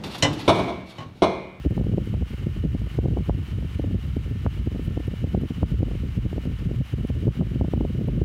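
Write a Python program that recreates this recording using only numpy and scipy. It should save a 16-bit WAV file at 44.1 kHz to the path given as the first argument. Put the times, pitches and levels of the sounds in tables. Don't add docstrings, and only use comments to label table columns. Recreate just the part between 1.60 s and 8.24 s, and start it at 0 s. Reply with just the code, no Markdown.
import sys
import numpy as np
from scipy import signal
from scipy.fft import rfft, irfft, next_fast_len
from scipy.io import wavfile
from scipy.ndimage import uniform_filter1d, map_coordinates

SR = 44100
rng = np.random.default_rng(int(sys.argv[2]) if len(sys.argv) > 2 else 0)


def file_out(sig):
    cols = np.atleast_2d(sig).T
    lim = np.clip(cols, -1, 1)
    pcm = np.round(lim * 32767).astype(np.int16)
    wavfile.write(sys.argv[1], SR, pcm)


def undo_db(level):
    steps = np.asarray(level, float) / 20
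    return 10 ** steps


N = 292824
KNEE_DB, SQUEEZE = -32.5, 0.36


def unit(x):
    return x / np.sqrt(np.mean(x ** 2) + 1e-20)


def along(points, hz):
    f, v = np.transpose(points)
    return np.interp(np.log(hz + 1), np.log(f + 1), v)


def curves(rows):
    s, *cols = np.transpose(rows)
    return [np.interp(np.arange(N) / SR, s, c) for c in cols]


def wobble(rate_hz):
    coarse = np.arange(0, N + 64, 64)
    knots = rng.standard_normal(int(N * rate_hz / SR) + 4)
    return np.interp(np.arange(N), coarse, map_coordinates(knots, [coarse * rate_hz / SR]))


def noise(spectrum):
    m = next_fast_len(N + 8192)
    gain = undo_db(along(spectrum, np.fft.rfftfreq(m, 1 / SR)))
    return unit(irfft(rfft(rng.standard_normal(m)) * gain, m)[:N])


def unsqueezed(db):
    return db + np.maximum(db - KNEE_DB, 0) * SQUEEZE / (1 - SQUEEZE)


# start in seconds, peak in dB.
TICKS = [
    (0.4569, -50),
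    (1.4611, -48),
    (2.467, -49),
    (3.4695, -50),
    (3.8142, -47),
    (4.4704, -60),
    (5.4735, -45),
    (6.4777, -49),
]


def clock():
    out, t = np.zeros(N + SR), np.arange(SR // 20) / SR
    for s, db in TICKS:
        out[round(s * SR):][:len(t)] += undo_db(db + 4.5 - 60 * t / 0.0088) * rng.standard_normal(len(t))
    band = signal.butter(2, [8500, 13500], "band", fs=SR, output="sos")
    return signal.sosfilt(band, out[:N])


# centre in seconds, half length in seconds, level in dB.
RUSTLES = [
    (0.11, 0.02, -64),
    (3.25, 0.024, -57.5),
]


def rustles():
    t = np.arange(N) / SR
    swell = sum(undo_db(db) * np.exp(-((t - s) / half_s) ** 2) for s, half_s, db in RUSTLES)
    return swell * noise([(4000, -28), (7500, 5), (16000, 5)])


# time in seconds, turns per second.
SHAFT = [(0, 40.96), (1.4, 40.94), (2.2, 40.87), (3, 40.81), (4.3, 40.84), (5.3, 40.86), (6.64, 40.8)]
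# frequency in Hz, density in dB per Hz.
WHIRR = [(300, -11.5), (600, -7), (900, -4.5), (1350, -4.5), (1750, -9), (2250, -2), (2580, -4.5),
         (2950, 2), (3200, -4), (3420, -9), (3950, -9), (4150, -12.5), (8000, -21.5), (16000, -24.5)]
# frequency in Hz, level in dB.
COMB = [(900, -107), (1100, -77.5), (1500, -77.5), (1750, -78), (2200, -76), (2500, -91), (3000, -76.5),
        (3600, -115)]
STRONG = {26: 2, 27: 2, 30: 5, 32: 4, 33: 6.5, 36: 8, 39: 3, 40: 4, 42: 3, 44: 11, 45: 5.5, 51: 4, 57: 2,
          60: 5, 64: 4}


def fan():
    speed_hz, = curves(SHAFT)
    turn = 2 * np.pi * np.cumsum(speed_hz * (1 + 0.001102 * wobble(6.7))) / SR
    pulsing = 1 + .045 * np.cos(turn) + .045 * np.cos(2 * turn + 1)
    pulsing += .03 * np.cos(3 * turn + 2.5) + .035 * np.cos(4 * turn + 4)
    air = undo_db(-49.0 + 0.42 * wobble(6.9)) * pulsing * noise(WHIRR)
    lines = 0
    for order in range(24, 84):
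        waver_db = 2.2 * wobble(7)
        db = along(COMB, order * speed_hz.mean()) + STRONG.get(order, 0) + 6.86 + waver_db
        lines = lines + undo_db(db) * np.sin(order * turn + 2 * np.pi * rng.random())
    return air + lines


# time in seconds, strength in dB, churn (extra flutter) in dB.
DRAUGHT = [(0, -1, 0.5), (0.3, -0.5, 4), (0.5, 1.5, 0), (0.75, -0.5, -0.5), (1.2, 0.5, -0.5), (1.5, 0, 1),
           (2.0, 0.5, -1), (2.3, 0, 0), (2.7, -2.5, -1.5), (3.2, -1, -0.5), (3.5, -2, -0.5), (3.8, -3, 6),
           (4.2, 0.5, -3.5), (4.9, -1, 1), (5.3, 1, -3), (5.7, 1.5, 3.5), (6.1, 0.5, 2), (6.64, 3, 2)]
# centre in seconds, half length in seconds, depth in dB.
LULLS = [(0.032, 0.015, 13), (0.092, 0.014, 24), (0.451, 0.026, 4.5), (0.676, 0.039, 8), (0.766, 0.018, 15),
         (0.946, 0.022, 3), (1.318, 0.053, 6.5), (1.652, 0.021, 6.5), (1.87, 0.041, 6.5),
         (2.136, 0.051, 8.5), (2.41, 0.028, 4.5), (2.959, 0.0064, 10), (3.09, 0.018, 6),
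         (3.428, 0.011, 8.5), (3.541, 0.024, 7), (3.89, 0.0099, 15), (3.943, 0.05, 3), (4.092, 0.011, 6),
         (4.553, 0.013, 5.5), (4.831, 0.037, 3.5), (4.976, 0.0073, 14), (5.239, 0.0071, 5),
         (5.297, 0.062, 12), (5.476, 0.016, 17), (5.741, 0.023, 10.5), (5.884, 0.048, 3), (6.091, 0.021, 8),
         (6.302, 0.12, 1.5)]
# centre in seconds, rise in dB.
SURGES = [(0.07, 9.5), (0.2, 3.5), (0.629, 5.5), (0.87, -2), (1.058, 5.5), (1.389, 5), (1.53, 4),
          (1.601, 5), (1.699, 3.5), (1.92, 0.5), (2.16, 13), (2.341, 4), (2.718, 8.5), (2.868, 8.5),
          (2.992, 4.5), (3.279, 6), (3.642, 2.5), (3.78, 2), (4.03, 6), (4.129, 5.5), (4.199, 6.5),
          (4.268, 6), (4.579, 5), (4.661, 3), (5.068, 8.5), (5.208, 6), (5.338, 14), (5.53, 0), (5.682, 2),
          (6.219, 4)]


def stream_db(t):
    surge_half_s = 0.013
    s, db, _ = np.transpose(DRAUGHT)
    lulls = sum(depth * np.exp(-((t - at) / (0.93 * half_s)) ** 2) for at, half_s, depth in LULLS)
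    surges = sum(rise * np.exp(-((t - at) / surge_half_s) ** 2) for at, rise in SURGES)
    return np.interp(t, s, db) + surges - 1.44 * lulls


# time in seconds, peak in dB, sharpness in dB.
POPS = [(0.179, -20, -9), (0.212, -20, -18), (0.338, -23.5, -14), (0.382, -18.5, -17), (0.541, -24.5, -10),
        (0.625, -25, -13), (1.15, -23, -17.5), (1.389, -19, -13.5), (1.459, -19, -15), (1.572, -20, -10),
        (1.588, -27.5, -4), (1.696, -17, -7), (2.197, -21.5, -16.5), (2.864, -18, 4.5), (3.376, -23, -12.5),
        (3.749, -18.5, -10.5), (3.836, -23.5, -16), (4.031, -20, -4), (4.23, -21, -13.5),
        (4.781, -22, -14.5), (5.503, -25, -14.5), (5.681, -20.5, -10), (5.812, -22.5, -5),
        (6.012, -18, -14), (6.048, -23, -10), (6.137, -20, -10), (6.21, -20, -13), (6.251, -21, -14),
        (6.486, -22, -12.5), (2.242, -22, -18)]
# time in seconds, peak in dB.
ROLLS = [(0.052, -22.5), (0.109, -23.5), (0.199, -23.5), (0.269, -22.5), (0.295, -24), (0.869, -24),
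         (1.04, -24), (1.512, -26), (2.049, -29), (2.313, -26), (2.345, -26), (2.568, -23.5),
         (3.074, -21.5), (3.15, -26.5), (3.196, -26), (3.483, -25), (3.539, -26), (3.642, -21.5),
         (3.777, -23), (4.121, -30), (4.435, -25.5), (4.577, -38), (4.875, -26.5), (5.114, -23.5),
         (5.383, -28), (5.45, -23.5), (5.96, -24), (6.083, -24), (6.393, -25), (6.579, -25.5)]
# time in seconds, peak in dB.
FLICKS = [(0.123, -25), (0.241, -26.5), (0.401, -38), (0.74, -30), (1.271, -28), (1.442, -29), (1.484, -24),
          (1.535, -27.5), (1.748, -36), (1.927, -34), (2.026, -27), (2.277, -29), (2.662, -34),
          (3.161, -26.5), (3.28, -36.5), (3.403, -27.5), (3.812, -30), (3.911, -28.5), (4.207, -27),
          (4.314, -28), (4.335, -29), (4.662, -28), (4.73, -27), (4.855, -28.5), (5.212, -27),
          (5.334, -31.5), (5.671, -25), (5.823, -22.5), (6.177, -24.5), (6.617, -22)]


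def bursts(count=100):
    roll_sharp_db, flick_sharp_db = -20.5, -15.5
    place, size, sharp = rng.random((count, 3)).T
    s = (np.arange(count) + place) / count * (N - 1) / SR
    small_db = -28 - 7.5 * size + 0.83 * np.minimum(stream_db(s), 3)
    small = [s, small_db, -24 + 8 * sharp]
    rolls = [(s, db, roll_sharp_db) for s, db in ROLLS]
    flicks = [(s, db, flick_sharp_db) for s, db in FLICKS]
    return np.vstack([POPS, rolls, flicks, np.transpose(small)])


def stirred(rows, halo_s):
    s, db, _ = rows.T
    marks = np.bincount(np.round(s * SR).astype(int), undo_db(0.1 * (db + 24.0)), N)[:N]
    t = np.arange(-1500, 1501) / SR
    return np.tanh(signal.fftconvolve(marks, np.exp(-(t / halo_s) ** 2), "same"))


def bumps(s, size, width_s):
    k = np.arange(-300, 301)
    shape = size[:, None] / np.cosh(k / SR / width_s[:, None]) ** 1.846
    at = np.clip(np.round(s * SR).astype(int)[:, None] + k, -1, N) + 1
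    return np.bincount(at.ravel(), shape.ravel(), N + 2)[1:N + 1]


# frequency in Hz, density in dB per Hz.
RUMBLE = [(20, -7), (50, 8), (80, -2.5), (120, -4), (170, -12.5), (260, -25), (500, -94)]


def rumble(rows):
    heave = noise(RUMBLE)
    swell = np.abs(uniform_filter1d(uniform_filter1d(heave ** 2, size=700), size=700))
    even = heave / (swell + 0.098) ** 0.27
    return unit(even * undo_db(2.7 * stirred(rows, halo_s=0.01) + 1.15 * wobble(14)))


# frequency in Hz, density in dB per Hz.
FLUTTER = [(60, -51), (120, -10), (180, 0.5), (280, -6), (420, -12), (650, -24), (1100, -67)]


def flutter(rows, count=1100):
    s, size, width, side = rng.random((count, 4)).T
    width_s = np.clip(0.00096 + 0.00038 * width, .0007, .0015)
    patter = bumps(s * N / SR, undo_db(-12 * size) * np.sign(side - .5), width_s)
    patter = signal.sosfilt(signal.butter(2, 120, "high", fs=SR, output="sos"), patter)
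    mixed = unit(patter) + undo_db(-9) * noise(FLUTTER)
    return unit(mixed * undo_db(10.8 * stirred(rows, halo_s=0.0096)))


def draught(rows):
    coarse = np.arange(0, N + 64, 64)
    strength_db = np.interp(np.arange(N), coarse, stream_db(coarse / SR))
    churn_db = curves(DRAUGHT)[1]
    rumble_db = -26 + strength_db
    flutter_db = -30 + 1.28 * strength_db + churn_db
    low = undo_db(unsqueezed(rumble_db + 2.5)) * rumble(rows)
    return low + undo_db(unsqueezed(flutter_db - 0.5)) * flutter(rows)


def eddies(rows, count=5):
    s, db, sharp_db = rows.T[:, :, None]
    chance = rng.random((len(rows), count, 4))
    follower = np.arange(count) > 0
    when = s + follower * 0.01342 * (chance[..., 0] - .4)
    lead_db = unsqueezed(db - 2) + 8.0 - 0.26 * sharp_db
    crowd_db = 4 + 9 * chance[..., 1] + 0.65 * np.maximum(sharp_db + 13, 0)
    push = np.sign(chance[:, :1, 2] - .5) * (-1) ** np.arange(count)
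    size = undo_db(lead_db - follower * crowd_db) * push
    width_s = 0.00031 * undo_db(-.4 * sharp_db) * (1 + follower * (0.034 + .5 * chance[..., 3]))
    return bumps(when.ravel(), size.ravel(), np.clip(width_s.ravel(), .0001, .0014))


def scene():
    fade = np.minimum(np.arange(N)[::-1] / 500, 1) ** 2
    rows = bursts()
    wind = (draught(rows) + eddies(rows)) * fade
    return (clock() + rustles() + fan() + wind)[None]


def roll_off(x):
    return signal.sosfilt(signal.butter(12, 15960, fs=SR, output="sos"), x)


def record(dry):
    x = signal.sosfilt(signal.butter(5, 58, "high", fs=SR, output="sos"), dry)
    keep = np.exp(-1 / (0.0046 * SR))
    power = x ** 2
    for _ in range(2):
        power = signal.lfilter([1 - keep], [1, -keep], power, zi=[[.01]])[0]
    over_db = np.maximum(10 * np.log10(power + 1e-12) - KNEE_DB, 0)
    levelled = x * undo_db(-SQUEEZE * over_db)
    top = signal.ellip(8, .1, 60, 15750, fs=SR, output="sos")
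    return roll_off(signal.sosfiltfilt(top, levelled))


dry = scene()
out = record(dry)
file_out(out)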